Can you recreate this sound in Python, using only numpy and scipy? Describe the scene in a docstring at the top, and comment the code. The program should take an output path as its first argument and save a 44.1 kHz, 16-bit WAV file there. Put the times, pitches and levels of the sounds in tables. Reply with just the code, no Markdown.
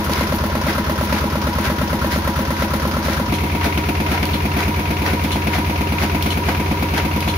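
"""A steady thump, about nine a second: a single-cylinder four-stroke engine under a tin roof, driving a
chaff cutter by a flat belt. Every stroke rings pipes and casing and shakes loose a clatter; flywheel
knives crunch through green stalks. The stereo microphone faces the machine at first, then is suddenly
beside the side wall, where the chug is rounder and the belt's joint slaps round about once a second."""
import sys
import numpy as np
from scipy import signal
from scipy.fft import rfft, irfft, next_fast_len
from scipy.io import wavfile

SR = 44100
rng = np.random.default_rng(int(sys.argv[2]) if len(sys.argv) > 2 else 0)


def store_pcm(level_fs):
    """Save levels as 16-bit WAV."""
    pcm = np.round(np.clip(level_fs, -1, 1) * 32767).astype(np.int16)
    wavfile.write(sys.argv[1], SR, np.atleast_2d(pcm).T)


N = 325017

# The governed engine's pace, from the front and from the wall.
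# Each holds: time of one firing in seconds, period in seconds, relative drift of the period per firing.
FRONT_PACE = (.096, .1143, .00042)
WALL_PACE = (3.3233, .11315, -.00011)
# Pipe and casing modes rung by intake, firing and exhaust.
# Each row: start in ms after the firing, pitch in Hz, peak level in dB, swell in ms.
FRONT_MODES = [(-36.7, 75.0, -16.1, 19.5), (-36.7, 86.0, -21.1, 2.3), (-36.7, 145.0, -22.2, 23.2),
               (-36.7, 212.0, -17.7, 7.3), (-36.7, 365.0, -21.0, 1.9), (-36.7, 1443.0, -35.5, 3.7),
               (-2.2, 47.0, -36.7, 58.9), (-2.2, 224.0, -18.8, 4.3), (-2.2, 568.0, -15.0, 3.7),
               (-2.2, 1016.0, -19, 3.3), (-2.2, 1345.0, -26.6, 6.6), (8.9, 84.0, -22.5, 27.6),
               (8.9, 118.0, -16.5, 3.4), (8.9, 209.0, -28.0, 58.9), (8.9, 208.0, -14.4, 8.0),
               (8.9, 235.0, -31.9, 33.9), (8.9, 327.0, -23.6, 21.2), (8.9, 425.0, -35.1, 22.7),
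               (8.9, 537.0, -37, 49.4), (8.9, 825.0, -30.8, 14.3), (8.9, 961, -28.8, 40),
               (8.9, 997.0, -38.7, 58.9)]
WALL_MODES = [(-39.4, 73, -17.7, 31), (-39.4, 134.0, -26.1, 30.9), (-39.4, 164.0, -26.5, 37.0),
              (-39.4, 210.0, -25.3, 45.4), (-2.1, 52, -37, 30), (-2.1, 213.0, -13.1, 10.0),
              (-2.1, 261.0, -17.6, 9.9), (-2.1, 341.0, -20.0, 7.1), (-2.1, 720.0, -22.5, 2.4),
              (-2.1, 928.0, -22, 2.9), (9.8, 89.5, -21.9, 58), (9.8, 133.0, -29.1, 21.4),
              (9.8, 151.0, -26, 39.5), (9.8, 200.0, -9.4, 1.9), (9.8, 288.0, -33.2, 44.7),
              (9.8, 308.0, -25.2, 23.4), (9.8, 356.0, -33.2, 16.7), (9.8, 386.0, -35.2, 58.9),
              (9.8, 521.0, -26.7, 6.2), (9.8, 540.0, -42.0, 58.9), (9.8, 864.0, -33.8, 9.7),
              (9.8, 946.0, -27.8, 36.0), (9.8, 982.0, -32.5, 32.0)]
# Blows of valve gear and piston. Each row: start in ms after the firing, rattle in dB, hiss in dB,
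# decay in ms, ring pitch in Hz, ring level in dB.
FRONT_BLOWS = [(-34, -27.5, -31.5, 39, 1383, -27), (-3, -23.5, -27.5, 22.5, 1920, -31),
               (21, -43, -30, 23, 790, -38), (58.5, -23.5, -32.5, 20, 5340, -34.5)]
WALL_BLOWS = [(-35.5, -31, -32, 26.5, 2320, -26.5), (-2.5, -22, -25, 15.5, 2350, -22),
              (22.5, -42.5, -36, 39, 2150, -32), (60, -18.5, -36.5, 7.9, 2370, -20.5),
              (65.5, -22.5, -48, 8.4, 1850, -39)]
# Sharp cracks: a stalk snapping, then three hard firings. Each row: start in seconds, level in dB.
CRACKS = [(1.126, -23), (1.786, -27), (3.776, -19.5), (4.23, -17.5)]
# Knife bites. Each row: peak time, rise and fall in seconds, then crunch, thud and crackle in dB.
BITES = [(.135, .022, .04, -28, -36, -28), (0.207, .07, .05, -24.5, -34, -31),
         (0.705, .035, .023, -22, -27, -32), (1.186, .09, .02, -24, -31, -31),
         (1.655, .034, .036, -21.5, -31, -30), (2.123, .012, .04, -22, -31, -24.5),
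         (2.622, .06, .039, -26, -32, -32), (3.052, .02, .035, -28, -31, -29),
         (3.127, .065, .04, -25, -32, -30), (3.647, .03, .042, -23.5, -25, -31),
         (4.14, .047, .045, -22, -23.5, -32), (4.608, .042, .04, -23, -25, -31),
         (5.067, .018, .052, -21, -22, -30), (5.547, .027, .035, -20.5, -25.5, -30),
         (6.028, .036, .038, -22.5, -27, -28.5), (6.494, .033, .045, -24.5, -25.5, -32),
         (6.98, .024, .04, -21.5, -25.5, -31)]
# Laps of the belt's joint. Each row: start in seconds, then snap, jangle and ring in dB.
BELT_LAPS = [(3.26, -35, -26, -27), (4.2548, -17, -38, -23.5), (5.2388, -18, -24, -22),
             (6.225, -13.5, -25, -22), (7.206, -18, -27, -22.5)]
# The belt fastener's modes. Each row: pitch in Hz, relative level in dB, decay in seconds.
FASTENER_MODES = [(3030, -4, .012), (3430, -3, .014), (4130, -5, .018)]
# Leaves landing in the trough. 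Each row: peak time in seconds, level in dB, half width in seconds.
SWISHES = [(0.053, -24, 0.01), (0.363, -26.5, 0.012), (1.051, -27, 0.013), (1.137, -36, .008)]

# Colours of the noises at the microphone. Each row: frequency in Hz, relative spectral density in dB.
FRONT_RATTLE = [(200, 1), (350, -1.5), (480, -7), (600, -1.5), (760, -8), (1000, 1.5), (1170, -5),
                (1380, -4), (2100, -7.5), (3400, -13), (7000, -17.5), (9000, -65)]
WALL_RATTLE = [(210, -9), (350, -6.5), (382, -0.5), (510, -14), (536, -7), (615, -10.5), (724, -0.5),
               (781, -8.5), (966, -8), (1310, -6), (1950, -12.5), (2500, -13), (3560, -16), (7000, -22.5),
               (9100, -58), (15400, -120)]
HISS = [(1500, -4), (3500, 6.5), (5500, 2.5), (10000, 5), (15500, 2.5)]
CRACK_COLOUR = [(300, -28), (800, -8), (2000, 10), (3200, 1), (6000, -6), (15000, -26)]
STALK_CRUNCH = [(300, -22), (800, -9), (1250, -3), (1550, 3), (1750, -2), (1980, 2), (2800, -7),
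                (5200, -13), (15500, -24)]
TROUGH_THUD = [(220, -22), (360, 3), (480, 0), (700, 4), (1000, -3), (2000, -16), (6000, -32)]
FIBRE_CRACKLE = [(800, -15), (2200, -6), (3500, 5.5), (5200, 6), (9500, 0), (15500, -5)]
BELT_SNAP = [(1000, -30), (3000, 13), (6000, 4.5), (11000, 4), (15500, 0)]
FASTENER_JANGLE = [(800, 7), (2200, 6), (3200, 5), (4200, -13), (5500, 10), (10000, 7), (15500, -8)]
FRAME_RUMBLE = [(20, -14), (45, -9), (75, 2), (110, -4), (220, -7), (450, -8), (800, -19), (2000, -52)]
FRAME_DRONE = [(250, -25), (430, 0), (650, -1), (900, -1), (1400, -9), (2000, -25)]

# How alike the microphone's two ports hear the shed. Each row: frequency in Hz, correlation from 0 to 1.
PORT_LIKENESS = [(120, 0.98), (260, 0.89), (520, 0.93), (1000, 0.48), (2200, 0.13), (5000, 0.036),
                 (10000, 0.042)]
# The ports' difference in colour. Each row: frequency in Hz, left minus right in dB.
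PORT_BALANCE = [(100, 0.24), (500, 0.5), (1100, 1), (2200, 3.5), (4500, -2), (8000, 0), (12500, 3)]


def engine_in_front():
    """Microphone head on to the engine: a hollow knock at each firing, clatter and the frame's rumble."""
    beats = firings(*FRONT_PACE)
    body = thump(beats, FRONT_MODES, jitter_s=.00012, width=.4)
    steady = flywheel_ring(hz=985, db=-36.5) + frame_rumble() + frame_drone(beats, db=-37)
    metal = clatter(beats, FRONT_BLOWS, FRONT_RATTLE, bed_db=-27.5, hiss_bed_db=-41.5,
                    scatter_db=1.9, grit_db=.1, q=3.7, rise_s=.0008)
    return body + steady + late_left(metal, lag_s=.00017)


def engine_by_wall():
    """Microphone beside the wall: the same engine with a rounder chug and brighter ticks."""
    beats = firings(*WALL_PACE)
    body = thump(beats, WALL_MODES, jitter_s=.00014, width=.46)
    steady = flywheel_ring(hz=972, db=-34) + frame_rumble() + frame_drone(beats, db=-38)
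    metal = clatter(beats, WALL_BLOWS, WALL_RATTLE, bed_db=-28.5, hiss_bed_db=-37,
                    scatter_db=1, grit_db=.4, q=3.53, rise_s=.0027)
    return body + steady + late_left(metal, lag_s=.00037)


def firings(start_s, period_s, drift):
    """Firing times in seconds; the period drifts slowly."""
    count = np.arange(-2, N / SR / period_s)
    return start_s + period_s * count * (1 + drift * count / 2)


def thump(beats, modes, jitter_s, width, scatter_db=.45):
    """Each stroke swells and fades in the modes of pipes and casing, never quite alike."""
    out, t = np.zeros((2, N)), np.arange(SR // 4) / SR
    for ms, hz, db, swell_ms in modes:
        age = t / (swell_ms / 1000)
        envelope = amp(db) * age * np.exp((1 - age ** 2) / 2)
        mid = envelope * np.sin(2 * np.pi * hz * t)
        side = envelope * np.cos(2 * np.pi * hz * t) * width * hz / 1000
        ring = np.array([mid - side, mid + side])  # higher modes lag more in phase on the left
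        for s in beats:
            force = amp(scatter_db * rng.standard_normal())
            add(out, force * ring, s + ms / 1000 + jitter_s * rng.standard_normal())
    return out


def clatter(beats, blows, spectrum, bed_db, hiss_bed_db, scatter_db, grit_db, q, rise_s, repeat=.4):
    """Metal blows echo in the shed over a bed of gear noise; a share of each echo repeats every cycle."""
    out, t = np.zeros((2, N)), np.arange(SR // 8) / SR
    rattle_power = np.full(N, amp(bed_db) ** 2)
    hiss_power = np.full(N, amp(hiss_bed_db) ** 2)
    for ms, rattle_db, hiss_db, decay_ms, ring_hz, ring_db in blows:
        envelope = np.exp(-t * 1000 / decay_ms) * (1 - np.exp(-t / rise_s))
        echo = amp(rattle_db) * noise(spectrum, len(t)) + amp(ring_db) * resonance(ring_hz, len(t), q)
        shake = np.zeros(N)
        for s in beats + ms / 1000:
            blow = amp(scatter_db * rng.standard_normal()) * envelope
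            add(out, np.sqrt(repeat) * blow * echo, s)
            add(shake, blow, s)
        # the rest is fresh noise that follows the blows
        out += np.sqrt(1 - repeat) * amp(ring_db) * shake * resonance(ring_hz, N, q)
        rattle_power += (1 - repeat) * (amp(rattle_db) * shake) ** 2
        hiss_power += (amp(hiss_db) * shake) ** 2
    rattle = np.sqrt(rattle_power) * noise(spectrum, N, grit_db)
    hiss = np.sqrt(hiss_power) * noise(HISS, N, grit_db)
    return out + rattle + hiss


def sharp_cracks(crack_s=.0038, echo_s=.038, echo_db=-11):
    """Sharp cracks with a brief echo: a stalk snapping, then three hard firings."""
    out, t = np.zeros((2, N)), np.arange(SR // 8) / SR
    for s, db in CRACKS:
        envelope = np.exp(-t / crack_s) + amp(echo_db) * np.exp(-t / echo_s)
        add(out, amp(db) * envelope * noise(CRACK_COLOUR, len(t)), s)
    return out


def knives(snaps_per_s=260, snap_s=.0031, snap_share=.26, thud_lag_s=.007):
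    """Each knife bites a bundle: stalks snap up to a sharp peak, and the trough thuds just after."""
    t, power = np.arange(N) / SR, np.zeros((3, N))
    for s, rise, fall, *levels in BITES:
        distance = np.abs(t - s) / np.where(t < s, rise, fall)
        outline = np.exp(-2 * np.minimum(distance, 10) ** 1.3)  # between a cusp (1) and a bell (2)
        power += np.outer(amp(levels) ** 2, outline)
    impulses = (rng.random(N) < snaps_per_s / SR) * rng.uniform(.3, 1, N)
    snaps = signal.lfilter([1], [1, -np.exp(-1 / (snap_s * SR))], impulses)
    breaking = np.sqrt(1 - snap_share + snap_share * unit(snaps) ** 2)
    crunch_gain, thud_gain, crackle_gain = np.sqrt(power)
    crunch = crunch_gain * noise(STALK_CRUNCH, N, grit_db=-1)
    thud = np.interp(t - thud_lag_s, t, thud_gain) * noise(TROUGH_THUD, N)
    crackle = crackle_gain * noise(FIBRE_CRACKLE, N, grit_db=5.5)
    return breaking * (crunch + thud + crackle)


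def belt(snap_s=.0014, echo_s=.063, echo_db=-13,
         jangle_after_s=.079, jangle_s=.02, bounce_s=.012, bounce_db=-4):
    """The joint snaps on the pulley and echoes; further round, its loose fastener bounces and jangles."""
    out, t = np.zeros((2, N)), np.arange(SR // 4) / SR
    for s, snap_db, jangle_db, ring_db in BELT_LAPS:
        envelope = np.exp(-t / snap_s) + amp(echo_db) * np.exp(-t / echo_s)
        add(out, amp(snap_db) * envelope * noise(BELT_SNAP, len(t)), s)
        for bounce in range(3):
            ring = sum(amp(ring_db + db) * np.exp(-t / decay_s) * resonance(hz, len(t), q=9)
                       for hz, db, decay_s in FASTENER_MODES)
            jangle = amp(jangle_db) * np.exp(-t / jangle_s) * noise(FASTENER_JANGLE, len(t))
            add(out, amp(bounce * bounce_db) * (jangle + ring), s + jangle_after_s + bounce * bounce_s)
    return out


def leaves():
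    """The fresh bundle slides into the feed trough in a few bright swishes."""
    out, t = np.zeros((2, N)), np.arange(-SR // 8, SR // 8) / SR
    for s, db, half_width_s in SWISHES:
        bell = np.exp(-(t / half_width_s) ** 2 / 2)
        add(out, amp(db) * bell * noise(HISS, len(t), grit_db=4.5), s + t[0])
    return out


def flywheel_ring(hz, db):
    """The shaking keeps the iron flywheel singing in one narrow resonance."""
    return amp(db) * resonance(hz, N, q=12)


def frame_rumble(db=-34.5):
    """The frame rumbles low and steady under the strokes."""
    return amp(db) * noise(FRAME_RUMBLE, N)


def frame_drone(beats, db):
    """Every cycle shakes the frame in the same way; its drone fills the shed between beats."""
    out = np.zeros((2, N))
    size = int(np.diff(beats).mean() * SR) * 2  # two periods, so the swells overlap
    swell = noise(FRAME_DRONE, size) * np.sin(np.pi * np.arange(size) / size)
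    for s in beats:
        add(out, amp(db) * swell, s)
    return out


def noise(spectrum, size, grit_db=0):
    """Coloured stereo noise of rms 1, diffuse in the treble; grit breaks it into millisecond grains."""
    grain_starts = np.arange(0, size, 44)
    grains = np.interp(np.arange(size), grain_starts, rng.standard_normal(len(grain_starts)))
    white = rng.standard_normal((2, size)) * amp(grit_db * grains)
    shares = lambda hz: np.sqrt(1 + np.outer([1, -1], along(PORT_LIKENESS, hz)))
    mid, side = filtered(white, lambda hz: amp(along(spectrum, hz)) * shares(hz))
    return unit(np.array([mid + side, mid - side]))


def resonance(hz, size, q):
    """Stereo noise of rms 1 ringing around one pitch."""
    white = rng.standard_normal((2, size))
    return unit(filtered(white, lambda f: 1 / (1 + (2 * q * (f - hz) / hz) ** 2)))


def late_left(x, lag_s):
    """Sound from the right reaches the microphone's left port later."""
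    return filtered(x, lambda hz: np.exp(np.outer([-1j, 1j], np.pi * hz * lag_s)))


def filtered(x, response):
    """Pass x through a response given as a function of Hz."""
    size = x.shape[-1]
    padded = next_fast_len(size + 8192)
    hz = np.fft.rfftfreq(padded, 1 / SR)
    return irfft(rfft(x, padded) * response(hz), padded)[..., :size]


def along(points, hz):
    """Read (Hz, value) points on a log frequency axis."""
    freqs, values = np.transpose(points)
    return np.interp(np.log(hz + 1), np.log(freqs + 1), values)


def add(track, sound, s):
    """Mix a sound into the track at s seconds."""
    start = int(round(s * SR))
    a, b = max(start, 0), min(start + sound.shape[-1], N)
    if b > a:
        track[..., a:b] += sound[..., a - start:b - start]


def amp(db):
    """Decibels to gain."""
    return np.exp(np.asarray(db) * np.log(10) / 20)


def unit(x):
    """Scale to rms 1."""
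    return x / np.sqrt(np.mean(x ** 2) + 1e-20)


def scene(move_s=3.293, crossfade_s=.004):
    """The machine from the front, then from the side wall, where the belt is heard too."""
    at_wall = np.clip((np.arange(N) / SR - move_s) / crossfade_s, 0, 1)
    machine = (1 - at_wall) * engine_in_front() + at_wall * (engine_by_wall() + belt())
    return machine + sharp_cracks() + knives() + leaves()


def record(dry, notch_hz=7950, notch_half_width_hz=800, notch_db=-17, low_cut_hz=42, top_hz=15650):
    """The microphone's ports differ in colour, have a deep notch and lose the lowest bass and the top."""
    ports = lambda hz: amp(np.outer([.5, -.5], along(PORT_BALANCE, hz)))
    low_cut = lambda hz: hz ** 2 / np.hypot(hz ** 2, low_cut_hz ** 2)
    notch = lambda hz: amp(notch_db / (1 + ((hz - notch_hz) / notch_half_width_hz) ** 2))
    return filtered(dry, lambda hz: ports(hz) * low_cut(hz) * notch(hz) * (hz < top_hz))


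dry = scene()
out = record(dry)
store_pcm(out)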